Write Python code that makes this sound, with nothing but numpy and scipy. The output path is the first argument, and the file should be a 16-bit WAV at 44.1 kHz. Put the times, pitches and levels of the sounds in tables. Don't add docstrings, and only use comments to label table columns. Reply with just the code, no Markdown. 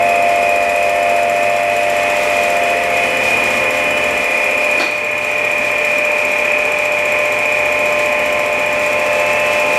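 import sys
import numpy as np
from scipy import signal
from scipy.fft import rfft, irfft, next_fast_len
from scipy.io import wavfile
from scipy.ndimage import map_coordinates

SR = 44100
rng = np.random.default_rng(int(sys.argv[2]) if len(sys.argv) > 2 else 0)


def output_pcm(signal):
    pcm = np.clip(np.atleast_2d(signal).T, -1, 1) * 32767
    wavfile.write(sys.argv[1], SR, np.round(pcm).astype(np.int16))


N = 431298
TIME = np.arange(N) / SR
MAINS_HZ, BELT_HZ, SPINDLE_HZ = 60.01, 14.936, 86.81
BEARING_STEP_HZ = SPINDLE_HZ / 5
SWITCH_OFF_S = 4.8
BAND_LIMIT_HZ = 15100


def amp(db):
    return 10 ** (np.asarray(db) / 20)


def unit(x):
    return x / np.sqrt(np.mean(x ** 2) + 1e-20)


def spectrum_db(spectrum, hz):
    points_hz, db = np.transpose(spectrum)
    return np.interp(np.log(hz + 1), np.log(points_hz + 1), db)


def curves(rows):
    times, *columns = np.transpose(rows)
    return [np.interp(TIME, times, column) for column in columns]


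def wobble(knots_per_s):
    coarse_s = np.append(TIME[::128], TIME[-1])
    knots = rng.standard_normal(512)
    return np.interp(TIME, coarse_s, map_coordinates(knots, [coarse_s * knots_per_s], mode="mirror"))


def filtered(x, response):
    size = next_fast_len(N + 8192)
    return irfft(rfft(x, size) * response(np.fft.rfftfreq(size, 1 / SR)), size)[:N]


def noise(spectrum):
    return unit(filtered(rng.standard_normal(N), lambda hz: amp(spectrum_db(spectrum, hz))))


def resonate(x, modes):
    def response(f):
        return sum((-1) ** k * amp(db) * 1j * f * width / (hz * hz - f * f + 1j * f * width)
                   for k, (hz, width, db) in enumerate(modes))
    return unit(filtered(x, response))


def tone(hz, drift_rad, flutter_db):
    phase = 2 * np.pi * (hz * TIME + rng.random()) + drift_rad * wobble(2.013)
    return np.sqrt(2) * np.sin(phase) * amp(flutter_db * wobble(6))


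def lap_pattern(spectrum, orders=1020):
    real, imag = rng.standard_normal((2, orders)) * amp(spectrum_db(spectrum, np.arange(orders) * BELT_HZ))
    lap = irfft(real + 1j * imag, 32768)
    return unit(np.interp(TIME * BELT_HZ % 1, np.arange(len(lap)) / len(lap), lap))


def work_head_on(fade_s=.069):
    return np.clip(1 - (TIME - SWITCH_OFF_S) / fade_s, 0, 1)


def mains_hum(load_db=.5):
    crest_s = 3.5
    rad_per_hz = 2 * np.pi * (TIME - crest_s)
    mains = amp(-46) * np.sin(2 * MAINS_HZ * rad_per_hz)
    belt = amp(-53.5) * np.sin(8 * BELT_HZ * rad_per_hz)
    return np.sqrt(2) * (mains + belt) * amp(load_db * work_head_on() + .71 * wobble(2.5))


# (frequency [Hz], width [Hz], gain [dB])
SQUEAL_MODES = [(5005, 40, 1), (8700, 300, -14), (10080, 90, -6), (10830, 100, -3.5)]


def work_head_squeal():
    squeal = resonate(rng.standard_normal(N), SQUEAL_MODES)
    return amp(-43.5 + .57 * wobble(6.2)) * work_head_on() * squeal


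# (frequency [Hz], level with head on [dB], level with head off [dB])
FRAME_TONES = [(59.7, -53, -54), (74.7, -49, -51), (179.2, -52, -54), (224.1, -53, -53), (240, -44, -52),
               (253.9, -47, -49), (275.7, -45, -47), (320.6, -48, -49), (347.2, -46, -47),
               (403.2, -43, -45), (448, -44, -42), (551.6, -42, -42), (567.6, -39, -41), (717, -40, -42),
               (827.5, -41, -40), (909.1, -40, -42), (1194.9, -42, -47), (1470.5, -45, -48)]


def frame_hum():
    running = work_head_on()
    return sum(amp(off_db + (on_db - off_db) * running) * tone(hz, drift_rad=.3, flutter_db=2.2)
               for hz, on_db, off_db in FRAME_TONES)


# (frequency [Hz], level with head on [dB], level with head off [dB])
GUARD_TONES = [(1736.1, -41, -42), (1753.6, -44, -44), (1792.5, -38, -39), (1892.4, -42, -40),
               (1933.3, -42, -42), (1937.7, -43, -43), (1965.9, -46, -43), (1979.2, -37, -43),
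               (1993.5, -41, -41), (2013.9, -39, -40), (2066, -39, -45), (2083.3, -37, -40),
               (2139.5, -46, -40), (2145.8, -46, -38), (2152.8, -41, -37), (2173.2, -34, -34),
               (2184.4, -45, -38), (2239.6, -43, -42), (2257.1, -43, -47), (2319.2, -48, -39),
               (2326.4, -44, -39), (2364.1, -47, -41), (2437.5, -47, -44), (2445.2, -43, -41),
               (2458.1, -46, -40), (2465.4, -41, -40), (2525.1, -42, -42), (2586.8, -37, -40),
               (2648.2, -45, -47), (2676, -45, -46), (2760, -46, -44), (2934, -45, -43),
               (2968.9, -41, -43.5), (2986, -47, -44), (3108, -50, -51), (3289, -51, -51), (3318, -53, -53),
               (3405, -52, -52), (3452, -54, -53), (3924, -56, -58), (4301, -59, -61)]
# (frequency [Hz], relative density [dB])
GUARD_SPECTRUM = [(1400, -35), (1750, -0.5), (2100, -1), (2550, 4.5), (2850, -13), (3600, -56)]
# (time [s], gain [dB])
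GUARD_GAIN = [(0, -0.5), (0.5, -4), (2, -1), (3.4, 1.5), (4.5, -0.5), (6, -1), (7.8, -1), (9.1, -1),
              (9.78, -2)]


def wheel_guard():
    running = work_head_on()
    gain_db, = curves(GUARD_GAIN)
    ring = sum(amp(off_db + (on_db - off_db) * running) * tone(hz, drift_rad=.77, flutter_db=4)
               for hz, on_db, off_db in GUARD_TONES)
    rush = amp(-30) * noise(GUARD_SPECTRUM)
    return amp(gain_db) * (ring + rush)


# (time [s], gain [dB])
RUNNING_GAIN = [(0.0, -3), (1.8, -3), (2.3, -0.1), (2.8, -1.9), (3.4, 0), (4.5, -2.5), (7.0, -2.5),
                (8.5, -2.5), (9.78, -0.2)]
# (frequency [Hz], relative level [dB])
CASING_SPECTRUM = [(100, -40), (200, -14), (500, -3), (1100, -5), (1500, -6), (2100, 0), (2600, -1),
                   (2850, -10), (3800, -17), (7400, -17), (10000, -26), (15000, -33)]
# (frequency [Hz], relative density [dB])
WHIRR_SPECTRUM = [(25, -28.2), (65, -16), (150, -14), (260, -4), (330, -8.5), (460, 1.5), (720, -2),
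                  (1000, -4), (1250, -4), (1500, -8.5), (2050, -5), (2500, -7.5), (2850, -11.5),
                  (4000, -92)]
# (frequency [Hz], relative density [dB])
HISS_SPECTRUM = [(2200, -40), (3000, -13.5), (3350, -14.5), (3700, -20.7), (4300, -20.8), (4750, -22),
                 (5500, -21.3), (7200, -22.8), (8600, -24.5), (9500, -28), (10400, -32), (11500, -30.5),
                 (12500, -32.5), (15000, -38.5)]


def running_noise(hiss_db_per_db=1.36):
    gain_db, = curves(RUNNING_GAIN)
    rumble = amp(-38) * lap_pattern(CASING_SPECTRUM)
    whirr = amp(-21.5) * noise(WHIRR_SPECTRUM)
    flicker_db = .9 * wobble(30) + .7 * wobble(12)
    hiss = amp(-31 + flicker_db) * unit(noise(HISS_SPECTRUM) + .65 * lap_pattern(HISS_SPECTRUM))
    return amp(gain_db) * (whirr + rumble) + amp(hiss_db_per_db * gain_db) * hiss


# (position [laps], relative level [dB])
PULLEY_CONTACTS = [(.355, 0), (.49, -14), (.595, -13)]
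# (frequency [Hz], width [Hz], gain [dB])
TICK_MODES = [(3930, 80, -3), (5000, 300, -8), (5500, 300, -6.5), (7020, 160, 1), (7430, 110, 5.5),
              (7800, 200, -6), (8570, 250, -5.5), (9500, 300, -10), (11250, 420, -4), (11650, 420, -3.5),
              (13130, 300, -11), (14100, 600, -15)]


def belt_joint(rise_s=.002, t60_s=.02, room_t60_s=.2, scatter_db=1.4):
    taps, scuff = np.zeros(N), np.zeros(N)
    for position, db in PULLEY_CONTACTS:
        offset_s = ((TIME * BELT_HZ - position + .5) % 1 - .5) / BELT_HZ
        taps += amp(db) * np.sinc(2 * BAND_LIMIT_HZ * offset_s)
        age_s = offset_s % (1 / BELT_HZ)
        decay = amp(-60 * age_s / t60_s) + amp(-29 - 60 * age_s / room_t60_s)
        scuff += amp(db) * decay * (1 - np.exp(-age_s / rise_s))
    grain = 1.2 * lap_pattern([(1000, 0)]) + rng.standard_normal(N)
    contact = amp(-4.5) * unit(taps) + unit(scuff * grain)
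    ticks = resonate(contact * amp(scatter_db * wobble(27)), TICK_MODES)
    rubbing_db, = curves(RUNNING_GAIN)
    return amp(-39.5 + .5 * rubbing_db) * ticks


# (time [s], gain [dB])
SWITCH_BLOWS = [(4.794, -17), (4.814, -20.5)]
# (frequency [Hz], width [Hz], gain [dB])
BOX_MODES = [(305, 60, 6.5), (560, 160, 1), (800, 250, 5), (1060, 200, 5), (1300, 250, 4), (1600, 300, 1),
             (2000, 400, -3), (3400, 800, -4), (4450, 500, -4), (5700, 900, -16)]
# (frequency [Hz], width [Hz], gain [dB])
STEEL_MODES = [(310, 40, -4), (3480, 90, -5), (3730, 70, -3), (3924, 70, -4), (4300, 90, -2),
               (4468, 50, 1.5), (4600, 70, -4), (5700, 500, -15)]


def switch_clack(rise_s=.004, t60_s=.11, room_t60_s=.68, steel_t60_s=.62):
    crack_spectrum = [(100, -20), (300, -6), (1000, 3), (5500, 2), (8000, -3), (14000, -14)]
    clack = np.zeros(N)
    for start_s, db in SWITCH_BLOWS:
        age_s = np.maximum(TIME - start_s, 0)
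        attack = 1 - np.exp(-age_s / rise_s)
        decay = amp(-60 * age_s / t60_s) + amp(-9 - 60 * age_s / room_t60_s)
        box = resonate(rng.standard_normal(N), BOX_MODES)
        steel = amp(-11.5 - 60 * age_s / steel_t60_s) * resonate(rng.standard_normal(N), STEEL_MODES)
        crack = amp(-9.5) * noise(crack_spectrum)
        clack += amp(db) * attack * (decay * (box + crack) + steel)
    return clack


def level_dip(fall_s=.15, recovery_s=.48):
    age_s = np.maximum(TIME - SWITCH_OFF_S, 0)
    return amp(-5 * np.minimum(age_s / fall_s, 1) * np.exp(-age_s / recovery_s))


# (time [s], gain [dB])
BASS_GAIN = [(0, .5), (.8, -1), (2.5, -0.5), (3.3, 2), (4.15, 0.5), (4.35, -1.5), (5.6, -.5), (7.5, -1.5),
             (8, 1.5), (9.78, -0.5)]


def swell_bass(x, corner_hz=350):
    gain_db, = curves(BASS_GAIN)
    bass = filtered(x, lambda hz: 1 / (1 + (hz / corner_hz) ** 8))
    return x + (amp(gain_db) - 1) * bass


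# (time [s], four levels [dB])
SIDE_LEVELS = [(0, -46, -29, -26.5, -42), (.7, -45, -30, -32, -41), (1.2, -44, -33, -31, -38),
               (1.8, -42, -28, -33, -35), (2.4, -40, -28, -43, -38), (3.4, -37, -30, -41, -36),
               (4, -35, -40, -36, -33), (4.5, -34, -35, -37, -30), (5.1, -32, -32, -32, -33),
               (6.4, -29, -29, -30.5, -32.5), (7.3, -28, -28.5, -38, -34), (8, -28.5, -33, -31.5, -36),
               (8.6, -30, -39, -39, -34), (9.2, -32, -40, -37, -26), (9.78, -37, -34, -49, -26)]


def bearing_side_tones(twin_multiple=144, beat_hz=3.13, crest_s=6.55):
    total = np.zeros(N)
    for multiple, db in zip((131, 144, 146, 151), curves(SIDE_LEVELS)):
        side = tone(multiple * BEARING_STEP_HZ, drift_rad=.2, flutter_db=1.1)
        if multiple == twin_multiple:
            shift = np.exp(2j * np.pi * beat_hz * (TIME - crest_s))
            twin = np.real(signal.hilbert(side, next_fast_len(N))[:N] * shift)
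            side += amp(-3) * twin
        total += amp(db) * side
    return total


# (time [s], lower tone level [dB], upper tone level [dB])
WHINE_LEVELS = [(0.0, -29.0, -32.5), (0.6, -29.5, -22.5), (1.15, -26.0, -39.5), (1.35, -28.5, -31.0),
                (2.0, -30.0, -36.5), (2.4, -26.5, -23.5), (2.8, -30.0, -28.5), (3.35, -24.5, -18.5),
                (3.75, -29.0, -22.5), (3.85, -28.5, -20.5), (4.05, -25.0, -22.5), (4.5, -21.5, -20.5),
                (4.75, -22.0, -18.5), (5.0, -27.5, -24.0), (5.55, -22.0, -22.0), (5.75, -21.5, -25.0),
                (5.9, -20.5, -21.0), (6.35, -21.5, -24.5), (6.55, -22.0, -21.0), (6.95, -22.0, -28.0),
                (7.15, -20.5, -25.5), (7.3, -22.0, -27.0), (7.5, -21.0, -22.5), (8.1, -27.5, -22.5),
                (8.4, -25.5, -25.5), (8.55, -28.0, -24.0), (8.65, -23.0, -24.0), (8.8, -25.5, -24.0),
                (9.25, -27.5, -26.0), (9.77, -24.5, -21.5)]


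def bearing_whine(tremble_db=.5):
    total = np.zeros(N)
    for multiple, db in zip((139, 141), curves(WHINE_LEVELS)):
        gain = amp(db + tremble_db * wobble(45))
        total += gain * tone(multiple * BEARING_STEP_HZ, drift_rad=.12, flutter_db=.4)
    return total


# (time [s], level [dB])
ORDER_6_LEVEL = [(0, -28.5), (1.2, -29.5), (1.8, -39.5), (2.8, -24), (4.75, -30), (4.9, -39), (7.7, -36),
                 (9.2, -31.5)]
# (time [s], level [dB])
ORDER_8_LEVEL = [(0.0, -15.5), (0.3, -15.5), (0.7, -19.5), (1.05, -16.5), (2.0, -20.0), (2.25, -22),
                 (2.4, -19.0), (2.9, -20.5), (3.55, -29.5), (4.0, -30), (4.15, -27.5), (5.15, -40),
                 (5.35, -31.5), (6.75, -39), (8.45, -30.5), (8.85, -39.0), (9.1, -29.5), (9.77, -31)]
# (time [s], order 10 level [dB], order 12 level [dB])
ORDER_10_12_LEVELS = [(0, -32.5, -35), (1, -36.5, -41), (2.8, -37.5, -43), (3.5, -36.5, -33.5),
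                      (4.4, -36, -33), (5.3, -37.5, -34.5), (7, -36, -33.5), (8, -30.5, -30),
                      (8.4, -33, -31), (9.2, -29, -27.5), (9.78, -29.5, -30)]


def wheel_spindle():
    levels_db = curves(ORDER_6_LEVEL) + curves(ORDER_8_LEVEL) + curves(ORDER_10_12_LEVELS)
    orders = [(6, .7, 1.5), (8, .6, .6), (10, .82, 1.2), (12, .82, 1.2)]
    return sum(amp(db) * tone(order * SPINDLE_HZ, drift_rad, flutter_db)
               for db, (order, drift_rad, flutter_db) in zip(levels_db, orders))


# (time [s], level [dB])
MOTOR_LEVEL = [(0.0, -21.0), (1.15, -19), (2.4, -20.0), (3.25, -28.0), (4.1, -21.5), (4.3, -27), (4.7, -20),
               (4.85, -27), (4.95, -21.5), (5.2, -23.5), (6.15, -20), (6.35, -22), (7.2, -19.5), (7.4, -22),
               (8.0, -18.0), (8.6, -20.0), (9.45, -18.5), (9.77, -19.5)]


def motor():
    level_db, = curves(MOTOR_LEVEL)
    return amp(level_db) * tone(40 * BELT_HZ, drift_rad=.15, flutter_db=.4)


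def scene():
    machine = mains_hum() + motor() + wheel_spindle() + bearing_side_tones()
    machine += frame_hum() + wheel_guard() + running_noise() + work_head_squeal() + belt_joint()
    return (level_dip() * swell_bass(machine) + bearing_whine() + switch_clack())[None]


def record(dry):
    return np.array([filtered(x, lambda hz: hz < BAND_LIMIT_HZ) for x in dry])


dry = scene()
out = record(dry)
output_pcm(out)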